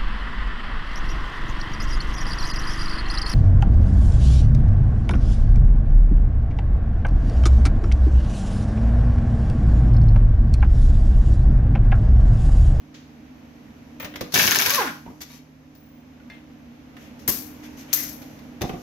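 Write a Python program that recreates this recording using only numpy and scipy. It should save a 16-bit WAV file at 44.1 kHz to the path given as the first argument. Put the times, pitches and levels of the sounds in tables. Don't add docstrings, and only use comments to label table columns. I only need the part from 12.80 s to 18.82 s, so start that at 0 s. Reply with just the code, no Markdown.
import sys
import numpy as np
from scipy import signal
from scipy.fft import rfft, irfft
from scipy.io import wavfile

SR = 44100
rng = np.random.default_rng(int(sys.argv[2]) if len(sys.argv) > 2 else 0)


def to_wav(sig):
    pcm = np.clip(np.atleast_2d(sig), -1, 1) * 32767
    pcm = np.round(pcm).astype(np.int16)
    wavfile.write(sys.argv[1], SR, pcm.T)


N = 265469
TIME = np.arange(N) / SR

# frequency in Hz, relative level in dB.
HISS_SPECTRUM = [(180, -44.5), (300, -13), (539, -14), (660, -11), (1090, -5), (1250, -18.5), (1580, -7),
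                 (3770, -7), (5830, -1.5), (8580, -21), (11800, -3.5), (15700, -10), (16500, -31)]
# frequency in Hz, relative level in dB.
BRIGHT_RUB_SPECTRUM = [(3000, -23.5), (4500, -5.5), (6160, 0.5), (8860, -19.5), (12700, -3), (15900, -20),
                       (16500, -43.5)]


def from_db(db):
    return 10 ** (np.asarray(db) / 20)


def rms_one(x):
    return x / np.sqrt(np.mean(x ** 2) + 1e-20)


def in_time(rows):
    s, *columns = np.transpose(rows)
    return [np.interp(TIME, s, column) for column in columns]


def placed(x, pan_db):
    gains = from_db(np.array([pan_db / 2, -pan_db / 2]))
    return x * gains.reshape(2, -1)


def noise(spectrum):
    # frequency in Hz, correlation from 0 to 1.
    likeness = [(30, .9), (150, 0.88), (300, .85), (550, 0.27), (1200, 0.09), (3000, 0.08), (15000, .03)]
    log_hz = np.log(np.fft.rfftfreq(N, 1 / SR) + 1)

    def read(table):
        hz, value = np.transpose(table)
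        return np.interp(log_hz, np.log(hz), value)

    alike = np.clip(read(likeness), 0, 1)
    mid, side = rfft(rng.standard_normal((2, N)))
    both = np.sqrt(1 + alike) * mid + np.sqrt(1 - alike) * side * [[1], [-1]]
    return rms_one(irfft(both * from_db(read(spectrum)), N))


def resonance(x, hz, width_hz):
    r = np.exp(-np.pi * width_hz / SR)
    poles = [1, -2 * r * np.cos(2 * np.pi * hz / SR), r * r]
    return signal.lfilter([(1 - r * r) / 2, 0, (r * r - 1) / 2], poles, x)


def drift(rate_hz):
    low_pass = signal.butter(2, rate_hz, fs=SR, output="sos")
    slow = signal.sosfilt(low_pass, rng.standard_normal(N + SR))
    return rms_one(slow[SR:])


def dying(start_s, t60_s, rise_s):
    t = np.maximum(TIME - start_s, 0)
    return (1 - np.exp(-t / rise_s)) * from_db(-60 * t / max(t60_s, .005))


def struck(hits, modes):
    clicks = np.full(N, 1e-18)
    for s, db in hits:
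        clicks[round(s * SR)] = from_db(db)
    out = 0
    for hz, level_db, t60_s in modes:
        r = from_db(-60 / (t60_s * SR))
        w = 2 * np.pi * hz / SR
        poles = [1, -2 * r * np.cos(w), r * r]
        out = out + signal.lfilter([0, from_db(level_db) * np.sin(w)], poles, clicks)
    return out


def cracks(hits):
    # frequency in Hz, bandwidth in Hz, relative level in dB.
    crack_modes = [(2200, 1500, -9), (4200, 640, -1.5), (6400, 330, 6), (11420, 600, -3.5),
                   (15100, 5700, -9.5)]
    at = np.round(hits[:, 0] * SR).astype(int)
    spread_db = 2.2 * rng.standard_normal((len(hits), len(crack_modes)))
    out = 0
    for k, (hz, width_hz, db) in enumerate(crack_modes):
        clicks = np.full(N, 1e-18)
        clicks[at] = from_db(hits[:, 1] + db + 9.5 + spread_db[:, k])
        out = out + (-1) ** k * resonance(clicks, hz, width_hz)
    return out


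def workshop_air():
    # frequency in Hz, bandwidth in Hz, relative level in dB.
    fan_bands = [(78, 52, -68), (213.1, 10, -60.5), (238.36, 8.8, -53), (299.4, 5.4, -53)]
    # time in seconds, gain of the fan bands in dB, broad noise in dB.
    background_level = [(0, -2.5, -51), (.5, 1.5, -48.5), (1.6, 0, -47.5), (2.2, 0.5, -51.5),
                        (2.8, -6, -53), (3.5, 1, -49.5), (4, 0.5, -49), (4.5, 6, -44.5), (5.3, 3, -43.5),
                        (6.02, 3.5, -46.5)]
    # frequency in Hz, relative level in dB.
    motor_tones = [(75.4, -59), (120, -66.5), (152, -54), (259, -53)]
    # frequency in Hz, relative level in dB.
    air_spectrum = [(15, -42), (25, -13.5), (108, -7.5), (146, -16), (192, -11.5), (252, 1), (358, -15.5),
                    (524, -13), (1250, -22.5), (2330, -23.5), (6040, -39), (8370, -57), (12900, -52),
                    (15200, -53.5), (16500, -68)]
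    bands_db, broad_db = in_time(background_level)
    bands = 0
    for hz, width_hz, db in fan_bands:
        white = rng.standard_normal(N + SR)
        band = resonance(resonance(white, hz, width_hz), hz, width_hz)
        bands = bands + from_db(db) * rms_one(band[SR:])
    motor = 0
    for hz, db in motor_tones:
        level = from_db(db + 1.0 + 1.7 * drift(0.5))
        cycles = hz * TIME + rng.random() + 0.1 * drift(2.1)
        motor = motor + level * np.sin(2 * np.pi * cycles)
    hum = from_db(bands_db) * bands + motor
    return placed(hum, -3.0) + placed(from_db(broad_db) * noise(air_spectrum), -1.1)


def far_clack():
    # frequency in Hz, relative level in dB.
    clack_spectrum = [(700, -25), (1500, -1), (2500, -1.5), (4300, -3.5), (6800, -7), (8200, -25)]
    start_s, level_db, t60_s = 0.1406, -48.5, 0.69
    tail = dying(start_s, 0.17 * t60_s, .002) + 0.77 * dying(start_s, t60_s, .004)
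    return placed(from_db(level_db) * tail * noise(clack_spectrum), 0.5)


def hall(x):
    t60_s, wall_cut_hz = 0.38, 4200
    t = TIME[:SR]
    reflections = noise([(50, -15), (200, -3), (1500, 0), (wall_cut_hz, 0), (16000, -6)])[:, :SR]
    tail = reflections * from_db(-60 * t / t60_s) * (t > .006)
    return signal.fftconvolve(x, rms_one(tail) / np.sqrt(SR), axes=1)[:, :N]


def rustle():
    # start in seconds, length in seconds, dull part in dB, bright part in dB.
    scuffs = [(1.197, 0.036, -51, -57), (2.405, 0.043, -46.5, -39.5), (2.48, 0.13, -55, -51.5),
              (3.492, 0.13, -56, -75), (4.175, 0.15, -56.5, -58.5), (4.385, 0.088, -68, -58.5),
              (4.826, 0.063, -49, -52.5), (4.967, .088, -53, -49), (5.077, 0.11, -49, -62),
              (5.121, 0.23, -47, -39.5), (5.828, 0.12, -69, -54)]
    # time in seconds, level in dB.
    leak_level = [(0, -70.5), (1.5, -66), (2.3, -63), (2.7, -71), (4.1, -69), (4.8, -59.5), (5.5, -58.5),
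                  (5.8, -66.5), (6.02, -54.5)]
    # frequency in Hz, relative level in dB.
    dull_spectrum = [(800, -22.5), (1500, -1.5), (2200, 0.5), (3500, -2), (5000, -25)]
    dull = noise(dull_spectrum) * from_db(0.83 * drift(100))
    bright = noise(BRIGHT_RUB_SPECTRUM) * from_db(2.0 * drift(170))
    rubs = 0
    for s, length_s, dull_db, bright_db in scuffs:
        hump = np.sin(np.pi * np.clip((TIME - s) / length_s, 0, 1) ** .7)
        rubs = rubs + (dull * from_db(dull_db) + bright * from_db(bright_db)) * hump
    leak = from_db(in_time(leak_level)[0]) * noise(BRIGHT_RUB_SPECTRUM)
    return placed(rubs, 3.5) + placed(leak, 2.5)


def set_down():
    # time in seconds, strength in dB.
    landings = [(5.813, -23.5), (5.838, -23.5), (5.895, -36), (5.937, -35.5)]
    # frequency in Hz, relative level in dB, 60 dB decay in seconds.
    hollow_modes = [(345, 0, 0.1), (719, -10.5, 0.18), (777, -10, 0.13)]
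    return struck(landings, hollow_modes)


def coupling():
    # start in seconds, rush in dB, rise in seconds, decay scale in seconds,
    # whistle share, seal's snap in seconds, snap strength in dB.
    vents = [(4.4765, -16, .0035, .29, .22, 4.480, -12), (5.129, -20.5, .0015, .38, 1.3, 5.1303, -2)]
    # frequency in Hz, relative level in dB.
    vent_spectrum = [(290, -15), (500, -20), (810, -14), (1170, -13.5), (1950, -11), (2040, -10.5),
                     (2610, -13), (3500, -12.5), (5930, -2.5), (9190, -11), (12700, 5), (15800, -4.5),
                     (16500, -29)]
    air = noise(vent_spectrum) * from_db(2.36 * drift(77))
    whistle = resonance(air, 12340, 310) + 0.71 * resonance(air, 6300, 380)
    flutter_s, flutter_db, flutter_hz = 5.17, -32.5, 2080
    flutter = rms_one(resonance(air, flutter_hz, 250)) * from_db(flutter_db + 4.0 * drift(60))
    out = flutter * dying(flutter_s, 0.13, 0.012)
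    for s, db, rise_s, decay_s, share, _, _ in vents:
        pressure = dying(s, 0.21 * decay_s, rise_s) + 0.56 * dying(s, 1.35 * decay_s, rise_s)
        out = out + from_db(db) * (air + share * whistle) * pressure
    snaps = cracks(np.array(vents)[:, -2:])
    return placed(snaps + out, 9.5)


def nut_on_steel():
    # time in seconds, relative strength in dB.
    nut_hits = [(3.5004, -38)]
    # frequency in Hz, relative level in dB, 60 dB decay in seconds.
    arm_modes = [(1704, -6.5, 0.18), (1870, -8, 0.18), (2098, 0.5, 0.2), (2370, -8, 0.13), (2580, -9, 0.19),
                 (3550, -10, .08), (1990, -13, .1), (4250, -12, 0.13), (4650, -13, .07), (5200, -14, .06),
                 (5600, -19, .1), (6120, -19, .06)]
    return from_db(-5) * struck(nut_hits, arm_modes)


def nut_rattle():
    # time in seconds, strength in dB.
    rattles = [(2.415, -50), (2.503, -48.5), (2.53, -51), (2.55, -63), (2.59, -57)]
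    # frequency in Hz, relative level in dB, 60 dB decay in seconds.
    nut_modes = [(966, -4, .15), (1150, -8, .12), (2270, -3, .09), (3800, -4, .11), (4300, -2, .06)]
    return struck(rattles, nut_modes)


def socket():
    # time in seconds, strength in dB, seconds until damped.
    socket_hits = [(1.1995, -33, 0.05), (1.246, -59, .08), (2.951, -50.5, 0.256)]
    # frequency in Hz, relative level in dB, free 60 dB decay in seconds.
    socket_modes = [(15340, -7, 1.5), (15375, -10.5, 1.2)]
    out = 0
    for s, db, free_s in socket_hits:
        grip = from_db(-1200 * np.maximum(TIME - s - free_s, 0))
        out = out + struck([(s, db)], socket_modes) * grip
    return out


def handling():
    # start in seconds, knock in dB, thud in dB, tick in dB, body resonance in Hz,
    # body in dB, 60 dB decay of knock and tick in seconds, left-right difference of knock and tick in dB.
    knocks = [(1.199, -31, -48, -38.5, 573, -41.5, 0.11, 2.5), (1.227, -37, -35, -51, 1125, -44, .095, -1),
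              (1.2445, -29.5, -43, -34, 580, -35, 0.072, 3), (1.338, -35.5, -41, -51, 575, -37.5, .057, -5),
              (1.3572, -29.5, -38, -32.5, 610, -42, 0.054, 2.5),
              (1.4082, -28.5, -20.5, -27, 513, -31, .065, 2), (1.5207, -41.5, -47, -33, 1090, -44, 0.17, 5),
              (1.5397, -33, -34, -13.5, 690, -31.5, .1, 5), (2.259, -48.5, -35, -69, 960, -40.5, 0.088, -1),
              (2.2994, -54, -38.5, -64, 695, -60, 0.079, 6), (2.406, -44, -43, -44, 680, -63, .052, -2),
              (2.415, -41, -44, -32, 1170, -67, 0.052, 7), (2.9508, -64, -65.5, -55, 565, -67, 0.098, 7.5),
              (3.3987, -52, -54.5, -66, 1460, -53, 0.049, 0), (3.4997, -41.5, -59, -62, 875, -60, .071, -1),
              (4.166, -39.5, -49, -51, 885, -59, 0.066, 0), (4.3924, -56, -60, -50.5, 540, -47, .11, 7),
              (4.4771, -32.5, -23.5, -37, 1050, -36.5, 0.095, -13),
              (5.4176, -48, -50, -46, 615, -51, 0.12, -2), (5.5894, -50, -56, -48, 630, -66, 0.036, 8),
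              (5.809, -35, -27.5, -38, 510, -33, 0.066, -1),
              (5.8164, -25.5, -20.5, -26, 510, -25.5, 0.05, 4.5),
              (5.8384, -42, -20.5, -54, 746, -25, .04, -1),
              (5.893, -28.5, -19.5, -41, 746, -23.5, 0.047, 0),
              (5.932, -46, -27.5, -57, 725, -42, 0.098, 7)]
    # frequency in Hz, relative level in dB.
    thud_spectrum = [(18, -29.5), (30, 2), (118, 1), (203, 2.5), (304, 1), (647, -8), (721, -3.5),
                     (909, -17), (1200, -11.5), (1560, -43.5), (2640, -120)]
    knock_spectrum = [(500, -19.5), (900, 1.5), (2000, 6.5), (3500, -1.5), (5500, -25.5)]
    tick_spectrum = [(2060, -24.5), (3500, -3), (5070, -3.5), (6000, -1.5), (9140, -24), (9630, -14.5),
                     (13300, -6.5), (15900, -14), (16500, -33)]
    body_width_hz, deep_lasts = 130, 1.75
    thud, knock, tick = noise(thud_spectrum), noise(knock_spectrum), noise(tick_spectrum)
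    white = rng.standard_normal(N)
    out = 0
    for s, knock_db, thud_db, tick_db, body_hz, body_db, t60_s, pan_db in knocks:
        body = rms_one(resonance(resonance(white, body_hz, body_width_hz), body_hz, body_width_hz))
        sharp = from_db(knock_db) * knock + from_db(tick_db) * tick
        deep = from_db(body_db) * body + from_db(thud_db) * thud
        out = out + placed(sharp * dying(s, t60_s, 0.0015), pan_db)
        out = out + placed(deep * dying(s, deep_lasts * t60_s, 0.004), -1.3)
    return out


def air_motor():
    # level in dB at free speed, level in dB as the trigger
    # shuts, rise in seconds, 60 dB decay in seconds.
    whine_partials = [(-37, -23, 0.029, 0.5), (-31, -11, 0.015, 0.15), (-38.5, -22.5, 0.013, 0.31)]
    # frequency in Hz, relative level in dB.
    housing_spectrum = [(40, -24), (90, -0.5), (140, -1.5), (230, -3), (400, -3), (700, -11), (1200, -24)]
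    open_s, free_s, shut_s, stop_s = 1.53, 1.78, 1.972, 2.1
    valve_rise_s, spin_up_s, coast_s = .012, .17, .125
    loaded_hz, free_hz = 300, 591
    creep_s, creep_share = .04, .12
    bark_s = shut_s + .004

    spun = np.sin(np.pi / 2 * np.clip((TIME - free_s) / spin_up_s, 0, 1)) ** 2
    coasting = np.maximum(TIME - shut_s, 0)
    vane_hz = (loaded_hz + (free_hz - loaded_hz) * spun) * np.exp(-coasting / coast_s)
    phase = 2 * np.pi * np.cumsum(vane_hz * (1 + 0.02 * drift(60))) / SR
    opened = 1 - np.exp(-(np.maximum(TIME - open_s, 0) / valve_rise_s) ** 2)
    driven = opened * np.exp(-coasting / 0.022)
    turning = from_db(-450 * np.maximum(TIME - stop_s, 0))

    whine = 0
    for k, (free_db, shut_db, rise_s, t60_s) in enumerate(whine_partials):
        level = from_db(free_db) * driven * np.sqrt(spun)
        level = level + from_db(shut_db) * dying(bark_s, t60_s, rise_s)
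        whine = whine + level * from_db(4.1 * drift(50)) * np.sin((k + 1) * phase)
    whine = turning * whine

    seep = creep_share * np.clip(1 + (TIME - open_s) / creep_s, 0, 1) ** 2
    hiss_level = from_db(-29.5 + 2 * spun - 60 * coasting / 0.4)
    chopped = 1 + 0.21 * np.sin(2 * phase)
    hiss = (opened + seep) * hiss_level * chopped * noise(HISS_SPECTRUM)

    rumble_level = turning * opened * dying(open_s, 1.52, .003) * from_db(-29 + 4.8 * drift(40))
    rumble = rumble_level * noise(housing_spectrum)

    puffs = np.exp(2.0 * (np.cos(phase) - 1))
    puffs = (puffs + 0.33) * noise([(300, 0.0), (5000, 0.0027)]) + 0.45 * puffs
    port = resonance(puffs, 1523, 230) + 0.25 * resonance(puffs, 2000, 470)
    buzz_level = from_db(-15.5) * driven + from_db(-2) * dying(bark_s, 0.55, 0.022)
    buzz = turning * buzz_level * from_db(4.1 * drift(30)) * port
    return placed(hiss, 4.0) + placed(rumble + whine, -1.2) + buzz


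def wheel(shake):
    # frequency in Hz, bandwidth in Hz, relative level in dB.
    rim_modes = [(1560, 250, -9.5), (1790, 150, 4.5), (2290, 94, 3), (2458, 300, -4), (2880, 510, -7)]
    white = noise([(100, 0.016), (9000, 0.0048)]) * shake
    ring = sum(from_db(db + 14) * resonance(white, hz, width_hz) for hz, width_hz, db in rim_modes)
    return placed(ring, 1.7)


def hammer():
    # time in seconds, relative crack level in dB, relative wheel ring in dB.
    anvil_blows = [(1.5511, 2, -11), (1.589, 1, -8), (1.631, 0.5, -20), (1.670, 3, -12), (1.710, 6.5, -14),
                   (1.748, 2, -14.5), (1.788, 3.5, -14), (1.814, -2, -18.5), (1.854, -9, -15.5),
                   (1.897, -2.5, -19), (1.938, -2.5, -20)]
    rattle_db, tight_blows = -16.5, 3
    rebound_s, rebound_loss_db, rattle_loss_db = .0195, 11.5, 4
    first_s, last_s = anvil_blows[0][0], anvil_blows[-1][0]
    blows = np.array([(s, db, ring_db, rattle_db) for s, db, ring_db in anvil_blows])
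    rebound = [rebound_s, -rebound_loss_db, -rebound_loss_db, -rattle_loss_db]
    blows = np.vstack([blows, blows[:tight_blows] + rebound])
    rattle, shake = 0, 0
    for s, _, ring_db, grit_db in blows:
        burst = dying(s + 0.0045, 0.076, 0.002) + .6 * dying(s, 0.0081, 0.00023)
        rattle = rattle + from_db(grit_db) * burst
        shake = shake + from_db(ring_db) * dying(s + 0.0035, 0.051, .004)
    grit = from_db(4.1 * drift(250))
    clatter = rng.random((30, 2)) * [last_s - first_s, -12] + [first_s, -13]
    hits = np.vstack([blows[:, :2], clatter])
    return placed(cracks(hits) + rattle * grit * noise(HISS_SPECTRUM), 7.1) + wheel(shake)


def scene():
    rings = socket() + nut_on_steel() + nut_rattle()
    near = hammer() + air_motor() + handling() + coupling() + placed(rings, 3.0) + rustle()
    near += placed(set_down(), -1.7)
    return near + from_db(-8.5) * hall(near) + workshop_air() + far_clack()


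def record(dry):
    mic = signal.sosfilt(signal.butter(2, 35, "high", fs=SR, output="sos"), dry)
    rounded = .88 * np.tanh(mic / .88)
    return signal.sosfilt(signal.cheby2(16, 80, 16600, fs=SR, output="sos"), rounded)


dry = scene()
out = record(dry)
to_wav(out)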